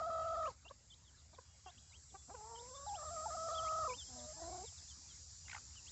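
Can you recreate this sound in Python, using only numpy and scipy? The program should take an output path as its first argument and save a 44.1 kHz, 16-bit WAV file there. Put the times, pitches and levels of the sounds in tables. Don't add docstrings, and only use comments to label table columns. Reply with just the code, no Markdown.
import sys
import numpy as np
from scipy import signal
from scipy.fft import rfft, irfft, next_fast_len
from scipy.io import wavfile
from scipy.ndimage import uniform_filter1d

SR = 44100
rng = np.random.default_rng(int(sys.argv[2]) if len(sys.argv) > 2 else 0)


def linear_from_db(decibels):
    return 10 ** (np.asarray(decibels, float) / 20)


def dump(signal):
    limited = np.clip(np.atleast_2d(signal).T, -1, 1)
    pcm = np.round(limited * 32767).astype(np.int16)
    wavfile.write(sys.argv[1], SR, pcm)


N = 260631
T = np.arange(N) / SR


def evened(x):
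    return x / np.sqrt(np.mean(x ** 2) + 1e-20)


def curve(points):
    return np.interp(T, *np.transpose(points))


def read(points, hz):
    f, value = np.transpose(points)
    return np.interp(np.log(hz + 1), np.log(f + 1), value, left=min(value[0], 0), right=value[-1])


def wander(lo_hz, hi_hz):
    size = next_fast_len(N // 16 + 2)
    hz = np.fft.rfftfreq(size, 16 / SR)
    keep = 1 / (1 + (hz / hi_hz) ** 4) / (1 + (lo_hz / (hz + 1e-3)) ** 4)
    drift = evened(irfft(rfft(rng.standard_normal(size)) * keep, size))
    return np.interp(np.arange(N) / 16, np.arange(size), 2 * np.tanh(drift / 2))


def shaped_noise(points, patchy_db):
    frames, hz = N // 256 + 5, np.fft.rfftfreq(1024, 1 / SR)
    a, b, patches = rng.standard_normal((frames, 513, 3)).T
    patches = uniform_filter1d(uniform_filter1d(patches, size=10, axis=0), size=10, axis=1)
    edges = (hz >= points[0][0]) & (hz <= points[-1][0])
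    level_db = read(points, hz)[:, None] + patchy_db * evened(patches)
    z = (a + 1j * b) * linear_from_db(level_db) * edges[:, None]
    return evened(signal.istft(z, nperseg=1024, noverlap=768)[1][:N])


def shaped(rows, peak_share, start_db, end_db):
    return [[(s, a, db + start_db),
             (s + peak_share * length, a + peak_share * (b - a), db),
             (s + length, b, db + end_db)]
            for s, length, a, b, db in rows]


def played(notes, edge_s):
    s, hz, db = np.concatenate(notes).T
    gate = sum((T >= n[0][0] - edge_s / 2) & (T <= n[-1][0] + edge_s / 2) for n in notes) > 0
    width = max(round(edge_s * SR), 3)
    gate = uniform_filter1d(uniform_filter1d(gate * 1., width), width)
    level_db = 20 * np.log10(np.interp(T, s, linear_from_db(db)))
    return gate, np.interp(T, s, hz), level_db


def trilled(spells):
    return sum(-pct / 100 * np.cos(2 * np.pi * rate * (T - s))
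               * np.clip(np.minimum(T - s, s + length - T) / 0.0089, 0, 1)
               for s, length, rate, pct in spells)


def hen(notes, pipe, throat, tremble_pct, flutter_db, uneven_db, breath_db,
        jerks=(), trills=(), beak_db=0, edge_s=.0066):
    gate, hz, effort_db = played(notes, edge_s)
    on = gate > 1e-6
    hz, effort_db = uniform_filter1d(hz, size=220)[on], uniform_filter1d(effort_db, size=220)[on]
    uneven_db, flutter_db, beak_db = [(db + np.zeros(N))[on] for db in (uneven_db, flutter_db, beak_db)]

    jerk = sum(pct / 100 * np.exp(-((T - s) / half_s) ** 2) for s, half_s, pct in jerks)
    jerk = (jerk + trilled(trills) + np.zeros(N))[on]
    shake = .4 * wander(10, 35) + .75 * wander(42, 68) + .4 * wander(75, 140)
    bend = (tremble_pct / 100 * shake)[on] + jerk
    now_hz = hz * (1 + bend)
    turn = 2 * np.pi * np.cumsum(now_hz) / SR
    lag = round(.0026 * SR)
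    late_bend = (np.roll(uniform_filter1d(bend - jerk + jerk, lag), lag))
    late_hz = hz * (1 + late_bend)
    late_turn = 2 * np.pi * np.cumsum(late_hz) / SR

    over_db = np.interp(late_hz, *np.transpose(pipe)) + beak_db
    first_db = effort_db + 3 - 20 * np.log10(1 + linear_from_db(over_db))
    second_db = first_db + over_db
    voice = linear_from_db(first_db + flutter_db * wander(3.1, 76)[on]) * np.cos(turn)
    flutter = flutter_db * wander(6.3, 50)[on]
    voice += linear_from_db(second_db + flutter) * np.cos(2 * late_turn + .3)

    broken_db = -4.5 - beak_db + 3.5 * wander(10, 60)[on]
    for k in range(3, 8):
        throat_db = read(throat, k * now_hz) - read(throat, 2 * hz)
        voice += linear_from_db(second_db + broken_db + throat_db) * np.cos(k * turn + k)

    loud_db = np.maximum(first_db, second_db)
    firm = np.clip((uneven_db + 20) / 5, 0, 1)
    for k, db in ((.5, 3), (1.5, -10), (2.5, 3)):
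        presence = firm + (1 - firm) * wander(9.5, 63)[on]
        voice += linear_from_db(loud_db + uneven_db + db + read(throat, k * hz)) * presence * np.cos(k * turn)

    breath = linear_from_db(loud_db + breath_db) * shaped_noise(throat, patchy_db=8.0)[on]
    out = np.zeros(N)
    out[on] = voice + breath
    return np.sqrt(2) * gate * out


def chick(rows, waver, power=1):
    out, drift, flutter = np.zeros(N), wander(35, 130), wander(16, 150)
    for s, length, from_hz, to_hz, db in rows:
        at = slice(round((s - .003) * SR), min(round((s + length + .003) * SR), N))
        u = np.linspace(0, 1, at.stop - at.start)
        hz = from_hz + (to_hz - from_hz) * np.clip((T[at] - s) / length, 0, 1) ** power
        hz = uniform_filter1d(hz, round(.003 * SR)) * (1 + waver * drift[at])
        swell = abs(np.sin(np.pi * u)) ** .85 * linear_from_db(db + 2.9 * flutter[at])
        out[at] += np.sqrt(2) * swell * np.cos(2 * np.pi * np.cumsum(hz) / SR)
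    return out


# start_s, length_s, from_hz, to_hz, effort_db
WHINE = [(0, .11, 634, 660.6, -42), (.114, 0.12, 657, 645, -40.5), (.245, 0.11, 652, 649, -40.5),
         (.365, 0.11, 651, 638.2, -40.5), (.469, 0.021, 602, 507, -41.5), (2.364, 0.021, 448.7, 415, -59),
         (2.39, 0.093, 418, 449, -56.5), (2.492, 0.067, 465, 451, -55), (2.568, 0.066, 476, 468, -55.5),
         (2.632, .075, 483, 514, -59.5), (2.714, 0.15, 525, 575.3, -56.5), (2.866, 0.091, 820, 801, -48),
         (2.968, 0.042, 685, 606, -51.5), (3.004, 0.039, 594, 621.7, -50.5),
         (3.054, 0.053, 628, 603.4, -48.5), (3.108, 0.055, 692, 663.7, -50), (3.156, 0.053, 633, 618, -46),
         (3.218, 0.041, 609, 674, -47), (3.256, 0.016, 905, 890, -43), (3.282, 0.022, 690, 667, -48.5),
         (3.302, 0.056, 614, 662, -46), (3.37, 0.11, 638.4, 662.7, -44), (3.484, 0.18, 645, 645, -42.5),
         (3.625, 0.16, 630.6, 638, -41), (3.755, 0.12, 625, 636, -40.5), (3.872, 0.027, 526, 494, -43.5)]
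# start_s, length_s, from_hz, to_hz, effort_db
ENDINGS = [
    (.497, .028, 507.6, 356.8, -54.5),
    (3.894, 0.059, 508, 485, -41.5),
]
# pitch_hz, level_db
NEAR_PIPE = [(420, 10.5), (465, 7.5), (492, -2.5), (540, 5.5), (635, 7), (668, -3), (690, -11), (820, -32)]
# freq_hz, level_db
THROAT = [(300, -21), (750, 7.5), (1300, -11), (1500, -20.5), (1810, -26), (2050, -51), (3600, -38),
          (6000, -47)]
# start_s, length_s, half_partials_db
STRONG_WEAK = [
    (2.444, .12, -8.5),
    (2.725, .06, -16.5),
    (3.487, 0.032, -19),
]
# time_s, half_width_s, depth_pct
JERKS = [(.004, 0.0037, -3), (2.685, 0.0057, 6), (2.72, 0.012, -4.5), (2.753, 0.0061, 8),
         (2.795, 0.0036, 3.5), (2.888, 0.0038, 8), (2.94, 0.0051, 9), (2.995, 0.0072, -6),
         (3.21, 0.0066, 5.5), (.014, 0.0063, 7), (.032, 0.0042, -4), (.074, 0.01, 7), (.093, 0.0033, 6),
         (.103, 0.0029, -7.5), (.265, 0.0053, 5.5), (.332, 0.0061, 5.5), (.341, 0.0051, -1.5),
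         (.361, 0.0069, -8.5), (.379, 0.0082, 5), (.423, 0.0045, -3.5), (.459, 0.0045, -7.5),
         (3.024, 0.004, -6), (3.035, 0.0042, 8), (3.044, 0.0039, -10.5), (3.355, 0.0058, 11),
         (3.489, 0.0036, -4), (3.501, 0.0035, -12), (3.53, 0.012, 3.5), (3.638, 0.0077, 4),
         (3.754, 0.0038, 5.5), (3.707, 0.004, -2), (3.79, 0.0039, 9), (3.72, 0.0038, 2.5), (3.81, .004, 2),
         (2.63, 0.0043, 4.5), (3.839, 0.0053, -7.5), (3.848, 0.0035, 5)]
# start_s, length_s, rate_hz, depth_pct
TRILLS = [
    (.109, 0.27, 56.5, 2.3),
    (.39, .085, 47, 1.7),
    (3.488, 0.039, 130, 3.7),
    (3.56, 0.075, 105, 1.5),
    (2.3, 0.153, 37.2, 2),
]
# time_s, level_db
BEAK = [(0, -0.5), (.38, 0), (.45, 0), (2.36, -1.5), (3.15, -2), (3.45, -0.5), (3.65, 3.5), (3.87, 3),
        (3.89, 4)]


def near_hen():
    notes = sorted(shaped(WHINE, peak_share=0.64, start_db=-0.55, end_db=-0.3)
                   + shaped(ENDINGS, peak_share=0.12, start_db=-1.2, end_db=-27.5))
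    s, pitch_hz, effort_db = np.concatenate(notes).T
    hz = np.interp(T, s, pitch_hz)
    tremble_pct = 1.3 + 0.67 * np.exp(-((hz - 645) / 70) ** 2)
    fall_hz_ms = np.clip(-np.gradient(hz) * SR / 1000, 0, 4)
    tremble_pct += 1.2 * fall_hz_ms
    soft = np.interp(T, s, effort_db) < -52
    flutter_db = uniform_filter1d(np.where(soft, 2.2, .6), size=900)
    usual_db = -21.5
    spells = sum((db - usual_db) * ((T > s) & (T < s + length)) for s, length, db in STRONG_WEAK)
    uneven_db = usual_db + uniform_filter1d(spells, size=900)
    return hen(notes, NEAR_PIPE, THROAT, tremble_pct, flutter_db, uneven_db, breath_db=-24,
               jerks=JERKS, trills=TRILLS, beak_db=curve(BEAK))


# freq_hz, density_db
RUMBLE = [(12, -69.5), (20, -48), (45, -5.5), (70, 5.5), (124, -5), (166, -12.5), (300, -37.5),
          (390, -57.5), (660, -120)]
# freq_hz, density_db
AIR = [(120, -25), (200, 1), (334, -9), (1490, -9.5), (2580, -13), (4000, -13.5), (5200, -13.5),
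       (8800, -120)]
# freq_hz, density_db
HISS = [(1650, -46), (2800, -23), (4840, 1), (5910, -2.5), (6780, 3.5), (7190, 4), (7700, -1),
        (7910, -11.5), (8100, -28), (8320, -38), (10800, -46.5), (18300, -120)]
# time_s, level_db
CHORUS = [(0, -64.5), (1.3, -62), (3.44, -56.5), (5.91, -55)]
# time_s, level_db
OPENING = [(0, -2), (.31, -2.5), (.5, -1), (.55, -8), (2.2, -7.5), (2.4, -6.5), (3.44, -2), (5.17, -4),
           (5.91, -4.5)]


def background(flock):
    power = abs(uniform_filter1d(flock ** 2, round(0.056 * SR)))
    flock_db = 10 * np.log10(power + 1e-12)
    lift_db = 0.078 * np.maximum(flock_db + 73.5, 0)
    open_db = curve(OPENING) + lift_db
    size = next_fast_len(N)
    hz = np.fft.rfftfreq(size, 1 / SR)
    colour = linear_from_db(read(RUMBLE, hz)) * (hz < RUMBLE[-1][0])
    rumble = linear_from_db(open_db - 59.5) * evened(irfft(rfft(rng.standard_normal(size)) * colour, size)[:N])
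    air = linear_from_db(open_db - 67.5) * shaped_noise(AIR, patchy_db=3.5)
    hiss = linear_from_db(curve(CHORUS) + open_db) * shaped_noise(HISS, patchy_db=1.4)
    hum_turn = 2 * np.pi * 80.8 * np.cumsum(1 + 0.022 * wander(.5, 6.1)) / SR
    hum = linear_from_db(open_db - 66 + wander(.5, 5)) * np.cos(hum_turn)
    return rumble + air + hiss + hum


# time_s, rate_hz
BUZZ_RATE = [(0, 204.2), (1.1, 204.5), (2.2, 205.0), (3.0, 205.9), (4.07, 206.75), (4.8, 207.15),
             (5.91, 207.7)]
# time_s, level_db
SHRILL = [(0, -85), (.08, -78), (1.41, -82.5), (2.22, -66), (3.21, -54.5), (3.42, -61), (4.66, -59),
          (4.95, -79), (5.25, -82.5), (5.91, -77)]
# loudest_s, width_s,
# level_db
BUZZ = [(3.77, 1.18, -65.5), (2.7, 0.31, -71), (6.4, 0.43, -62), (5.6, 0.48, -69.5), (3.43, 0.76, -67.5),
        (4.33, 2.3, -68), (3.73, 1.3, -67), (3.33, 0.23, -72), (3.7, 0.69, -74.5), (9.7, 0.76, -71.5),
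        (7.9, 0.83, -65.5), (3.9, 1.6, -66.5), (4.6, 0.58, -72), (0.87, 0.83, -80.5), (2.6, 0.95, -74.5),
        (5.8, 0.7, -72), (4.7, 0.68, -79), (4.4, .8, -69.5)]
BUZZ_ORDERS = [25, 26, 26, 36, 27, 28, 30, 38, 29, 33, 33.65, 34, 35, 37, 38, 34, 38, 26]


def cicada():
    clicks = np.cumsum(curve(BUZZ_RATE)) / SR
    out = linear_from_db(curve(SHRILL) + 1.2 * wander(3, 30)) * np.cos(2 * np.pi * 36 * clicks)
    for order, (s, width, db) in zip(BUZZ_ORDERS, BUZZ):
        beam = np.exp(-((T - s) / width) ** 2) * linear_from_db(db + 1.3 * wander(0.32, 2.9))
        out += beam * np.cos(2 * np.pi * order * clicks + order ** 2)
    return np.sqrt(2) * out


# start_s, length_s, from_hz, to_hz, level_db
RISES = [
    (.45, .032, 2150, 3250, -59.5),
    (2.942, .027, 2420, 3560, -58),
    (5.863, .041, 2450, 4030, -61),
    (1.345, .009, 2080, 2480, -75),
]
# start_s, length_s, from_hz, to_hz, level_db
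FALLS = [(1.338, 0.021, 4300, 3080, -73), (1.347, 0.015, 4100, 3248, -70.5),
         (2.09, 0.025, 4175, 3160, -70.5), (3.522, 0.027, 4530, 3471, -64), (3.645, .03, 5277, 4210, -62),
         (4.182, 0.023, 4150, 3287, -61), (5.084, 0.048, 3520, 2990, -67), (5.452, 0.027, 2924, 2720, -69),
         (1.04, 0.035, 3930, 3160, -75), (1.063, 0.039, 3690, 2895, -71.5), (5.325, 0.024, 4053, 3544, -74)]
# start_s, length_s, from_hz, to_hz, level_db
DROOPS = [(1.18, 0.038, 4185, 3220, -75), (4.648, 0.047, 4050, 2950, -61.5),
          (5.757, 0.043, 3080, 2610, -62), (1.16, .038, 4200, 3250, -76), (1.89, 0.047, 4190, 3520, -71),
          (2.866, 0.036, 4070, 3110, -62), (3.057, .043, 4050, 3090, -69), (4.766, 0.03, 4180, 3200, -63.5)]
# start_s, length_s, from_hz, to_hz, level_db
SLIDES = [(4.435, 0.04, 4400, 3880, -66)]


def peeps():
    straight = chick(RISES + FALLS, waver=.002)
    return straight + chick(DROOPS, waver=0.0025, power=1.6) + chick(SLIDES, waver=.002, power=0.54)


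# time_s, pitch_hz, level_db
WARBLES = [
    [(.645, 2420, -88), (.654, 2765, -63.5), (.68, 2770, -61.5), (.69, 3470, -58.5), (.697, 4230, -72)],
    [(.897, 3150, -83), (.909, 3620, -61.5), (.926, 3040, -63), (.938, 3150, -61.5), (.947, 4130, -66)],
    [(1.65, 3350, -73), (1.668, 2810, -71), (1.68, 2740, -63.5), (1.692, 2790, -68), (1.709, 3980, -66)],
    [(1.66, 3330, -72), (1.68, 3110, -69), (1.697, 3470, -64)],
    [(1.775, 2590, -74), (1.784, 3220, -60.5), (1.79, 3600, -68), (1.797, 4350, -78)],
    [(1.92, 2070, -72), (1.93, 2250, -69), (1.952, 3030, -64.5), (1.96, 3230, -64.5), (1.968, 3250, -64)],
    [(2.55, 2965, -76), (2.56, 3230, -59), (2.574, 2950, -67), (2.585, 2940, -64.5), (2.598, 3630, -60.5),
     (2.609, 4105, -73)],
    [(2.743, 3080, -88), (2.752, 3660, -63), (2.772, 3490, -62), (2.784, 3560, -72.5), (2.793, 4045, -71)],
    [(3.546, 3060, -64), (3.556, 3394, -52), (3.57, 3510, -59), (3.582, 3294, -47), (3.602, 2983, -58)],
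]
# time_s, pitch_hz, level_db
LATER_WARBLES = [
    [(3.624, 3207, -67), (3.632, 3464, -64), (3.652, 3194, -59.5), (3.666, 3290, -63), (3.673, 3700, -72)],
    [(3.659, 2020, -70), (3.678, 2183, -58), (3.688, 2650, -60), (3.697, 3057, -71), (3.702, 3080, -66)],
    [(3.895, 2530, -51), (3.904, 2300, -55.5), (3.922, 2226, -57), (3.935, 2470, -56.5), (3.952, 3270, -58),
     (3.96, 2990, -77)],
    [(3.975, 3590, -72), (3.981, 3610, -59), (3.994, 3595, -51.5), (4.015, 3220, -54.5), (4.038, 2990, -67)],
    [(4.055, 3470, -75), (4.08, 3200, -65.5), (4.093, 3330, -72), (4.106, 4200, -72)],
    [(4.232, 4020, -75), (4.25, 3800, -67), (4.264, 4170, -68)],
    [(4.878, 3280, -77), (4.895, 3660, -64), (4.915, 3120, -64.5), (4.93, 3030, -69)],
    [(5.102, 4180, -73), (5.123, 3670, -70), (5.14, 4100, -83)],
]


def warbles():
    out, flutter = np.zeros(N), wander(30, 150)
    for line in WARBLES + LATER_WARBLES:
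        s, hz, db = np.transpose(sorted(line))
        at = slice(round((s[0] - .002) * SR), round((s[-1] + .002) * SR))
        t = T[at]
        edges = np.clip(np.minimum(t - t[0], t[-1] - t) / .003, 0, 1)
        level = np.interp(t, s, linear_from_db(db)) * linear_from_db(2.0 * flutter[at])
        turn = 2 * np.pi * np.cumsum(uniform_filter1d(np.interp(t, s, hz), size=260)) / SR
        out[at] += np.sqrt(2) * edges * level * np.cos(turn)
    return out


# start_s, length_s, from_hz, to_hz, effort_db
GRUNTS = [
    (.652, 0.027, 282, 454, -65),
    (1.332, 0.023, 305, 413, -65.5),
    (2.126, 0.02, 227, 366, -69),
    (2.285, 0.014, 239.5, 282.3, -60),
]
# start_s, length_s, from_hz, to_hz, effort_db
CLUCKS = [(.7, 0.0084, 618, 525, -59), (.7045, .016, 507, 586, -45.5), (1.382, 0.0034, 590, 536, -63),
          (1.385, 0.011, 510, 507, -48.5), (1.662, 0.01, 399, 360, -51), (1.669, 0.033, 377, 346.7, -54.5),
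          (1.702, 0.0074, 382, 354, -62), (2.143, 0.029, 390.7, 392, -52), (2.296, .005, 398, 339, -52),
          (2.301, 0.00504, 330, 330, -49), (2.307, .032, 381, 435, -54), (2.342, 0.0025, 500, 533, -47),
          (2.346, 0.013, 529, 450, -46.5), (3.965, 0.026, 283.4, 270, -64.5)]
# pitch_hz, level_db
OPEN_PIPE = [(280, -4.5), (330, 15), (365, 23), (395, 10.5), (420, 2), (550, 2)]
# freq_hz, level_db
OPEN_THROAT = [(300, -5), (750, 4.5), (1300, -2.5), (2000, -19), (2700, -20), (3200, -40.5), (6000, -39)]


def clucks():
    bursts = shaped(CLUCKS, peak_share=0.145, start_db=-8.5, end_db=-17)
    grunts = shaped(GRUNTS, peak_share=.3, start_db=-5, end_db=-14)
    out = hen(bursts, OPEN_PIPE, OPEN_THROAT, tremble_pct=1.8, flutter_db=1.2,
              uneven_db=-40, breath_db=-15, edge_s=.003)
    return out + hen(grunts, OPEN_PIPE, OPEN_THROAT, tremble_pct=4, flutter_db=2.5,
                     uneven_db=-25, breath_db=-7)


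# start_s, length_s, from_hz, to_hz, level_db
FAR_CALLS = [(1.6, .4, 3340, 3320, -81), (1.39, .24, 3280, 3300, -83), (1.4, .24, 2930, 2830, -85),
             (2.165, .07, 3450, 3450, -75), (1.8, .2, 2880, 2960, -85), (2.79, .07, 3800, 3760, -78),
             (3.06, .24, 226, 229, -74), (3.89, .027, 3550, 3540, -66), (3.83, .03, 2850, 2700, -72),
             (4.48, .1, 2280, 2260, -76), (4.62, .08, 2260, 2260, -76), (4.395, .05, 1900, 1930, -72),
             (5.03, .05, 2440, 2390, -78), (5.115, .055, 2130, 2090, -78)]


def far_calls():
    return chick(FAR_CALLS, waver=0.0093)


# time_s, peak_db, ring_hz, hollow_db, half_length_s
SLAPS = [
    (5.4835, -45.5, 1860, -22, 0.0034),
    (5.498, -41.5, 2300, -8.5, 0.0036),
    (5.5155, -39, 2180, -14, 0.0052),
    (5.532, -41, 1620, -6.5, 0.0045),
    (5.549, -37.5, 1906, 0, .0042),
    (5.565, -40.5, 1340, -2.5, 0.0043),
    (5.579, -47, 1360, -14, 0.0043),
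]
# time_s, peak_db, ring_hz, hollow_db
TICKS = [
    (1.719, -62, 1880, -5),
    (2.56, -58, 1926, -21.5),
    (3.935, -54, 1392, -13),
    (4.725, -61.5, 760, -7.5),
    (5.71, -65.5, 2400, -27),
    (5.755, -61.5, 1290, -22),
]


def slaps():
    lead_s = .012
    out, t = np.zeros(N + 1500), np.arange(1500) / SR - lead_s
    rows = SLAPS + [(*tick, .003) for tick in TICKS]
    puffs = rng.standard_normal((len(rows), 1500))
    for (s, db, hz, low_db, width), puff in zip(rows, puffs):
        puff = puff * np.exp(-abs(t / width) ** np.where(t < 0, 1.5, 2))
        fizz_db = -13.5 - max(low_db + 8, 0)
        bands = [(hz * .6, hz * 1.7, -2), (hz * .85, hz * 1.17, -1),
                 (hz * 1.4, hz * 1.9, fizz_db), (780, 1180, low_db)]
        sound = np.zeros(1500)
        for lo, hi, band_db in bands:
            b, a = signal.butter(3, [lo, hi], "band", fs=SR)
            sound += linear_from_db(band_db) * evened(signal.lfilter(b, a, puff))
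        at = round((s - lead_s) * SR)
        out[at:at + 1500] += linear_from_db(db) * sound / abs(sound).max()
    return out[:N]


# start_s, length_s, from_hz, to_hz, effort_db
LOW_HEN = [
    (4.09, 0.17, 253.3, 239.9, -62.5),
    (4.365, 0.053, 317.3, 325.5, -59.5),
]
# start_s, length_s, from_hz, to_hz, effort_db
GROWL = [(4.415, 0.012, 345, 343, -47.5), (4.425, .013, 324, 328, -50.5), (4.439, 0.036, 325, 343, -51.5),
         (4.468, 0.031, 339, 364, -49), (4.496, 0.018, 324, 319, -53), (4.513, 0.014, 344, 359, -50),
         (4.529, 0.0057, 361, 402, -46), (4.544, 0.026, 341, 392, -49), (4.579, 0.0265, 337, 375, -51),
         (4.614, 0.015, 364, 391, -50), (4.637, 0.016, 407, 494, -52.5)]
# start_s, length_s, rate_hz, depth_pct
GROWL_TRILLS = [(4.424, .075, 67.7, 2.2)]
# pitch_hz, level_db
LOW_PIPE = [(245, -9.5), (335, 9.5), (376, 8.5), (468, -10.5)]


def low_hen():
    moan = shaped(LOW_HEN, peak_share=0.42, start_db=-8, end_db=-2.5)
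    growl = shaped(GROWL, peak_share=.15, start_db=-2.5, end_db=-4)
    return hen(moan + growl, LOW_PIPE, THROAT, tremble_pct=2.4, flutter_db=1.3,
               uneven_db=-45, breath_db=-24, trills=GROWL_TRILLS)


# start_s, length_s, from_hz, to_hz, effort_db
THIN_HEN = [
    (4.165, 0.039, 655.5, 583, -60),
    (4.202, 0.074, 602, 608, -59.5),
    (4.264, 0.061, 624, 615, -56),
    (4.314, 0.017, 614, 673, -60.5),
    (4.335, 0.045, 838, 875, -67.5),
    (4.387, .026, 883, 626, -58.5),
]
# pitch_hz, level_db
THIN_PIPE = [(610, -15), (700, -12), (880, -6.5)]


def thin_hen():
    notes = shaped(THIN_HEN, peak_share=0.6, start_db=-2.7, end_db=-1.5)
    return hen(notes, THIN_PIPE, THROAT, tremble_pct=0.41, flutter_db=-1.5, uneven_db=-52, breath_db=-36)


def yard(x):
    taps = np.zeros(4000)
    taps[rng.integers(100, 4000, 60)] = rng.choice([-1., 1.], 60)
    taps *= linear_from_db(-60 * np.arange(4000) / SR / 0.26)
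    return signal.oaconvolve(x, taps / np.linalg.norm(taps))[:N]


def scene():
    flock = near_hen() + peeps() + warbles() + clucks() + far_calls() + slaps() + low_hen() + thin_hen()
    echoes = linear_from_db(-21) * yard(flock)
    return (flock + echoes + cicada() + background(flock))[None]


def roll_off(x):
    return signal.sosfilt(signal.butter(12, 8560, fs=SR, output="sos"), x)


# freq_hz, level_db
MIRROR = [(8000, -0.5), (8200, -13), (8400, -28), (8600, -36)]


def record(dry):
    size = next_fast_len(N)
    hz = np.fft.rfftfreq(size, 1 / SR)
    ends = np.minimum(np.minimum(T, T[::-1]) / .01, 1)
    mirrored = 2 * ends * dry * np.cos(2 * np.pi * 16000 * T)
    folded = rfft(mirrored, size) * linear_from_db(read(MIRROR, hz)) * (abs(hz - 8400) < 400)
    return roll_off(dry + irfft(folded, size)[:, :N])


dry = scene()
out = record(dry)
dump(out)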